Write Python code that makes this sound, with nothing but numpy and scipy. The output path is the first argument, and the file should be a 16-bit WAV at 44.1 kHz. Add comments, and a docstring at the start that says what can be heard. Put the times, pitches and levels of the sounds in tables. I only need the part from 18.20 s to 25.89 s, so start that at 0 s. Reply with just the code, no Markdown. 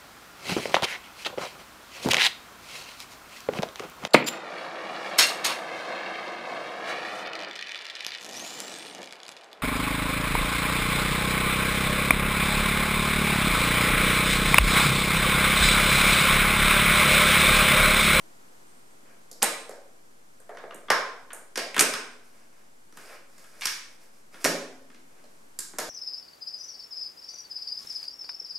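"""In a bare, live room, keys and the cassette door of a tape deck are worked by hand.
Each contact is a short noise crackle that rings the deck's modes; a wall echo and a diffuse tail follow.
The cassette slides out with a dry rub and hands rustle, both as grainy filtered noise.
A thin, trembling sine whistle sounds early on; banded stereo noise is the room and microphone hiss."""
import sys
import numpy as np
from scipy import signal
from scipy.io import wavfile
from scipy.ndimage import uniform_filter1d

SR = 44100
rng = np.random.default_rng(int(sys.argv[2]) if len(sys.argv) > 2 else 0)


def wav_out(sig):
    """Save sig, one row per channel (or a flat mono array), as 16-bit PCM at SR to the path in sys.argv[1]."""
    wavfile.write(sys.argv[1], SR, np.round(np.clip(np.atleast_2d(sig).T, -1, 1) * 32767).astype(np.int16))


N = 339305

# Noise spectrum of room and microphone. Each row: frequency in Hz, relative density in dB.
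HISS_SPECTRUM = [(15, -30), (25, 16.5), (33, -12), (256, 3), (439, 1.5), (545, 2), (936, 0.5), (1560, -3.5),
                 (1940, -6), (3430, -13), (8360, -10), (14800, -17.5), (16000, -44)]
# Hiss over time. Each row: time in seconds, level of the 3-12 kHz part in dB.
HISS_LEVEL = [(0, -61), (.8, -62.5), (1.9, -64.5), (4.2, -65), (6, -65.5), (7.69, -63)]
# Stereo image of the hiss. Each row: frequency in Hz, left-right correlation (-1 to 1).
HISS_LIKENESS = [(60, 0.3), (180, 1), (550, -0.52), (1650, -0.56), (4970, 0.38), (15000, -0.27)]
# Faint whistle. Each row: time in seconds, pitch in Hz, peak level in dB.
SQUEAK = [(.44, 8500, -87), (.48, 8550, -62.5), (.62, 8600, -76), (.74, 8250, -70), (.78, 8200, -106.5)]
# Diffuse tail. Each row: frequency in Hz, t60 in seconds, relative level in dB, left-right correlation.
ROOM_TAIL = [(102, 0.15, -3.5, .9), (270, 0.49, 6, 0.89), (585, 0.64, 0.5, 1), (1500, 0.48, 7, 0.67),
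             (3000, 0.52, 5, 0.26), (5500, 0.46, 5, 0.43), (8500, 0.45, 2.5, 0.9), (13000, 0.3, 5.5, 0.35)]
# Strokes of cassette, sleeve and fingers. Each row: start of hold in seconds, hold in seconds,
# dull level in dB, bright level in dB.
RUBS = [(0.854, 0.064, -67, -82), (4.048, 0.018, -70, -69), (4.137, .08, -69.5, -73),
        (4.33, 0.086, -73, -76.5), (4.771, .09, -61.5, -61), (4.893, 0.048, -54.5, -61.5),
        (5.093, 0.097, -74, -69.5), (5.19, 0.11, -70.5, -66.5), (5.338, 0.073, -65, -67),
        (5.43, 0.074, -57, -43.5), (5.7, .03, -71, -69), (5.813, 0.024, -67, -65.5),
        (5.937, 0.036, -74, -70.5), (6.133, .03, -61.5, -62.5), (6.214, 0.044, -57, -54.5),
        (6.9, 0.0084, -73, -75), (6.97, .03, -69, -78), (7.1, 0.14, -82, -78.5)]
# Modes of panel, door and springs. Each row: frequency in Hz, lift at the peak in dB, t60 in seconds.
DECK_MODES = [(170.7, 0.5, 0.45), (241, -5, 1.8), (265.4, 8.5, 1.2), (431, -2, 0.06), (494.5, 5.5, 0.037),
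              (560, 6.5, 0.23), (620.4, 3, 0.043), (678, 1.5, 0.12), (730, 4.5, 0.78), (1045, 1.5, 0.21),
              (1370, -9, 0.0074), (1596, -7, .015), (2340, 2, 0.0047), (3380, -23.5, 0.062),
              (4910, -1, 0.0036), (5300, -5, 0.011), (8200, -6.5, 0.018), (8930, 2.5, 0.044),
              (10800, -12.5, 0.036)]
# Contacts of keys, latches and door. Each row: start in seconds, thump level in dB, knock level in dB,
# knock pitch in Hz, snap level in dB, snap pitch in Hz.
CONTACTS = [(1.1137, -63.5, -54.5, 480, -44.5, 7200), (1.2191, -39, -32.5, 940, -41, 5500),
            (1.2232, -48, -26.5, 1980, -19, 3950), (1.2279, -34, -18, 812, -11, 8500),
            (1.2344, -36, -25, 1180, -26.5, 8900), (1.4928, -66, -41.5, 560, -47.5, 7250),
            (1.5114, -62.5, -45.5, 761, -57, 5370), (2.2013, -69, -59, 708, -58, 8510),
            (2.2928, -59, -39, 700, -62.5, 7040), (2.3482, -60, -48.5, 727, -67, 4620),
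            (2.371, -57.5, -42, 1066, -52.5, 3600), (2.4381, -53, -39.5, 676, -68, 4620),
            (2.508, -64, -42.5, 1200, -58, 2850), (2.5444, -49, -47, 570, -47.5, 8760),
            (2.6838, -49, -38.5, 1200, -65.5, 3300), (2.702, -31, -11, 1068, -21, 5290),
            (3.1045, -58, -44, 1480, -73, 4530), (3.1316, -54, -43.5, 833, -37, 9150),
            (3.3571, -47, -32, 1660, -35, 5570), (3.3743, -40, -28.5, 694, -28.5, 4810),
            (3.378, -47.5, -29.5, 1880, -34, 8000), (3.5441, -47, -34, 1960, -43, 8870),
            (3.5648, -37, -21, 1280, -33, 7000), (3.5795, -29, -24.5, 2050, -31, 8000),
            (3.593, -37, -16, 2540, -12, 6180), (3.6, -43, -19, 431, -17.5, 8500),
            (3.6075, -30.5, -16, 1500, -11.5, 8500), (3.737, -40.5, -28, 1500, -32.5, 5260),
            (4.7244, -59, -59.5, 1300, -61, 5770), (4.7714, -54, -47, 1500, -50, 7170),
            (5.1801, -66, -59, 1100, -56.5, 7060), (5.242, -72, -56.5, 1620, -60, 8100),
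            (5.41, -61, -44, 2340, -41.5, 6500), (5.419, -67, -30.5, 2220, -54, 4370),
            (5.455, -48, -27, 1830, -21.5, 5730), (5.4717, -57, -35, 1700, -35, 3370),
            (6.143, -51.5, -50, 1390, -58, 3500), (6.243, -29, -26, 1500, -21.5, 6730),
            (6.2485, -22.5, -21, 1810, -22.5, 5680), (6.2556, -23, -21.5, 560, -25, 7200),
            (6.7013, -66, -58.5, 1590, -69, 5130), (6.7458, -59.5, -58.5, 2080, -61, 4160),
            (7.04, -64, -59, 586, -61, 4190), (7.3889, -52, -46, 1610, -29, 7440),
            (7.5346, -47.5, -50, 1000, -68, 8150), (7.585, -45, -30.5, 970, -27.5, 6960),
            (7.5915, -40, -33, 720, -34.5, 3440)]
# Crackle bands. Each row: lower edge in Hz, upper edge in Hz.
BANDS_HZ = [(170, 400), (400, 820), (900, 1900), (1900, 3600), (3800, 6400), (6700, 10300), (10300, 13000)]

# Thump, knock, snap: fall below and above the pitch in dB per octave squared (before the spring factor).
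FALL_BELOW_DB, FALL_ABOVE_DB = [9, 11.5, 10.5], [32.5, 6, 6.5]
CRACKLE_T60_S = [0.013, 0.046, 0.033]
THUMP_HZ = 260
SPRING_HZ, SPRING_STEEP = 7650, 10   # snaps above this pitch come from small springs: a narrower hump
RISE_S, RISE_CYCLES = 0.00038, 0.69   # rise time plus cycles of the band's lower edge: lows swell slower
PART_LIFT_DB, PART_WIDTH = 1.5, 0.046   # struck part's two resonances: lift, width as a share of pitch
# Share sent to room and panel; the hardest snaps send less, in dB per dB.
SENT_DB, SENT_LOSS_FROM_DB, SENT_LOSS = 0, -24.5, 0.42
RUB_RISE_DB_PER_S, RUB_FALL_DB_PER_S = 707, 265.5
WALL_S, WALL_DB = 0.0135, -8
ROOM_DB, EARLY_DB = -2, -6.5   # whole tail; scatter ahead of the wall's answer
SPREAD_DB, SIDE_LAG_SAMPLES = -12.5, 3
MIC_LOW_HZ, CUTOFF_HZ = 109, 16600
GAIN_KNEE_DB, GAIN_SHARE, GAIN_RELEASE_DB_PER_S = -49, 0.13, 74
OFFSET = -0.003


def from_db(db):
    """Decibels to gain."""
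    return 10 ** (np.asarray(db) / 20)


def rms_one(x):
    """Scale to rms 1."""
    return x / np.sqrt(np.mean(x ** 2) + 1e-20)


def band(x, low_hz, high_hz, order=2):
    """Butterworth band-pass."""
    sos = signal.butter(order, [low_hz, high_hz], "band", fs=SR, output="sos")
    return signal.sosfilt(sos, x)


def resonance(x, hz, width_hz):
    """Two-pole resonance with gain 1 at its peak."""
    r = np.exp(-np.pi * width_hz / SR)
    w = 2 * np.pi * hz / SR
    zeros = [(1 - r * r) / 2, 0, (r * r - 1) / 2]
    poles = [1, -2 * r * np.cos(w), r * r]
    return signal.lfilter(zeros, poles, x + 1e-18)


def at_hz(points, hz, column=1):
    """Read a table on a log-frequency axis."""
    points = np.array(points)
    return np.interp(np.log(hz), np.log(points[:, 0]), points[:, column])


def curve(rows, column, outside=-120):
    """One column of a time table, with a fixed value outside it."""
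    rows = np.array(rows)
    return np.interp(np.arange(N) / SR, rows[:, 0], rows[:, column], outside, outside)


def stereo_bands(size, gain, likeness):
    """Half-octave bands of stereo noise, each with its own gain(hz) and left-right correlation."""
    edges_hz = 25 * 2 ** np.arange(0, 9.6, 0.5)
    white = rng.standard_normal((2, 2, size))   # neighbouring bands take different noise
    out = 0
    for k, (low_hz, high_hz) in enumerate(zip(edges_hz, edges_hz[1:])):
        mid, side = band(white[k % 2], low_hz, high_hz)
        hz = np.sqrt(low_hz * high_hz)
        alike = np.clip(likeness(hz), -1, 1)
        pair = np.sqrt(1 + alike) * mid + np.sqrt(1 - alike) * side * [[1], [-1]]
        out = out + gain(hz) * pair
    return out


def hiss():
    """Room air and microphone noise: shaped random noise, levelled by its 3-12 kHz part."""
    noise = stereo_bands(N, lambda hz: from_db(at_hz(HISS_SPECTRUM, hz)),
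                         lambda hz: at_hz(HISS_LIKENESS, hz))
    level = from_db(curve(HISS_LEVEL, 1, outside=-66))
    return level * noise / np.std(band(noise[0], 3000, 12000))


def squeak():
    """A thin sine whistle whose pitch trembles at random."""
    tremble_hz = 60 * rms_one(band(rng.standard_normal(N), 15, 150))
    pitch_hz = curve(SQUEAK, 1, outside=8900) + tremble_hz
    return from_db(curve(SQUEAK, 2)) * np.sin(2 * np.pi * np.cumsum(pitch_hz) / SR)


def room(x):
    """Weak early scatter until the walls answer, then a diffuse tail that dies band by band."""
    t = np.arange(SR) / SR

    def decay(hz):
        return from_db(at_hz(ROOM_TAIL, hz, column=2) - 60 * t / at_hz(ROOM_TAIL, hz))

    tail = stereo_bands(SR, decay, lambda hz: at_hz(ROOM_TAIL, hz, column=3))
    tail = tail * np.where(t < WALL_S, from_db(EARLY_DB), 1)
    tail = from_db(ROOM_DB) * tail / np.sqrt(np.sum(tail ** 2) / 2)
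    return signal.fftconvolve(x[None], tail, axes=1)[:, :N]


def stroke_db(start_s, hold_s):
    """A stroke swells, holds and fades, linearly in dB."""
    t = np.arange(N) / SR - start_s
    return RUB_RISE_DB_PER_S * np.minimum(t, 0) - RUB_FALL_DB_PER_S * np.maximum(t - hold_s, 0)


def rubbing():
    """Dense small grains of friction, a dull part through the plastic and a bright part in air."""
    grain_db = 2.5 * rng.exponential(1, (2, N))
    grains = rng.standard_normal((2, N)) * from_db(grain_db)
    dull = rms_one(band(grains[0], 350, 2100))
    bright = rms_one(band(grains[1], 4000, 12000))
    out = np.zeros(N)
    for start_s, hold_s, dull_db, bright_db in RUBS:
        friction = from_db(dull_db) * dull + from_db(bright_db) * bright
        out += from_db(stroke_db(start_s, hold_s)) * friction
    return out


def deck(force):
    """The modes ring in parallel; a t60 gives a width of ln(1000) / (pi t60)."""
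    out = np.zeros(N)
    for hz, lift_db, t60_s in DECK_MODES:
        width_hz = np.log(1000) / (np.pi * t60_s)
        out += from_db(lift_db) * resonance(force, hz, width_hz)
    return out


def colour(levels_db, pitches_hz):
    """Thump, knock and snap are three spectral humps; per band, summed gain and mean crackle t60."""
    centres_hz = np.sqrt(np.prod(BANDS_HZ, axis=1))
    octaves = np.log2(centres_hz[:, None] / pitches_hz)
    fall_db = np.where(octaves < 0, FALL_BELOW_DB, FALL_ABOVE_DB) * octaves ** 2
    spring_factor = 1 + (pitches_hz / SPRING_HZ) ** SPRING_STEEP
    power = from_db(levels_db - fall_db * spring_factor) ** 2
    total = power.sum(axis=1)
    return np.sqrt(total), power @ CRACKLE_T60_S / total


def contacts():
    """Each contact is a dying burst of micro-slips, coloured by three humps and the struck part's ring.
    The room gathers it from all directions, so it gets the same energy with a smooth spectrum."""
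    out = np.zeros((2, N + SR))   # direct, radiated
    t = np.arange(SR // 8) / SR
    slips = rng.standard_normal((len(CONTACTS), len(BANDS_HZ), len(t)))
    smooth = [rms_one(band(t == 0, low_hz, high_hz, order=3)) for low_hz, high_hz in BANDS_HZ]
    rise_s = RISE_S + RISE_CYCLES / np.min(BANDS_HZ, axis=1)[:, None]
    rise = np.minimum(t / rise_s, 1)
    for (start_s, thump_db, knock_db, knock_hz, snap_db, snap_hz), slip in zip(CONTACTS, slips):
        levels_db = np.array([thump_db, knock_db, snap_db])
        gains, t60_s = colour(levels_db, np.array([THUMP_HZ, knock_hz, snap_hz]))
        sent_db = SENT_DB - SENT_LOSS * max(snap_db - SENT_LOSS_FROM_DB, 0)
        burst = slip * from_db(-60 * t / t60_s[:, None]) * rise
        both = np.zeros((2, len(t)))
        for (low_hz, high_hz), gain, force, blow in zip(BANDS_HZ, gains, burst, smooth):
            part = band(force, low_hz, high_hz, order=3)
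            loudest_power = uniform_filter1d(part ** 2, size=SR // 200).max()   # 5 ms mean
            part = gain * part / np.sqrt(loudest_power)
            both += np.array([part, from_db(sent_db) * np.std(part) * blow])
        rings = sum(resonance(both, hz, PART_WIDTH * hz) for hz in (knock_hz, snap_hz))
        at = round(start_s * SR)
        out[:, at:at + len(t)] += both + from_db(PART_LIFT_DB) * rings
    return out[:, :N]


def scene():
    """The deck stands a little to the right; its treble reaches two ports by slightly different paths.
    The wall behind returns one clear echo."""
    direct, radiated = contacts()
    rub = rubbing()
    lasting = deck(radiated + rub) + rub + squeak()
    near = direct + lasting
    late_treble = np.roll(band(near, 3000, 18000, order=1), shift=SIDE_LAG_SAMPLES)
    spread = from_db(SPREAD_DB) * late_treble * [[1], [-1]]
    echo = from_db(WALL_DB) * np.pad(near, (round(WALL_S * SR), 0))[:N]
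    wet = near + spread + room(radiated + lasting) + echo
    high_pass = signal.butter(3, MIC_LOW_HZ, "high", fs=SR, output="sos")
    thin = signal.sosfilt(high_pass, wet)   # small parts radiate little bass
    push = from_db(-24.5) * band(np.abs(direct), 40, 150, order=1)   # soft low push with each blow
    return thin * from_db([[-0.6], [0.6]]) + push + hiss()


def record(dry):
    """Gain control ducks on loud blows and recovers; a small steady offset; the top is cut."""
    power = uniform_filter1d(np.mean(dry ** 2, axis=0), size=SR // 200)
    level_db = 10 * np.log10(power + 1e-12)
    wanted_db = GAIN_SHARE * np.maximum(level_db - GAIN_KNEE_DB, 0)
    ramp_db = GAIN_RELEASE_DB_PER_S * np.arange(N) / SR
    duck_db = np.maximum.accumulate(wanted_db + ramp_db) - ramp_db   # instant attack, linear release
    ducked = dry * from_db(-uniform_filter1d(duck_db, size=SR // 400))
    low_pass = signal.cheby2(14, 70, CUTOFF_HZ, fs=SR, output="sos")
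    return signal.sosfilt(low_pass, ducked + OFFSET)


dry = scene()
out = record(dry)
wav_out(out)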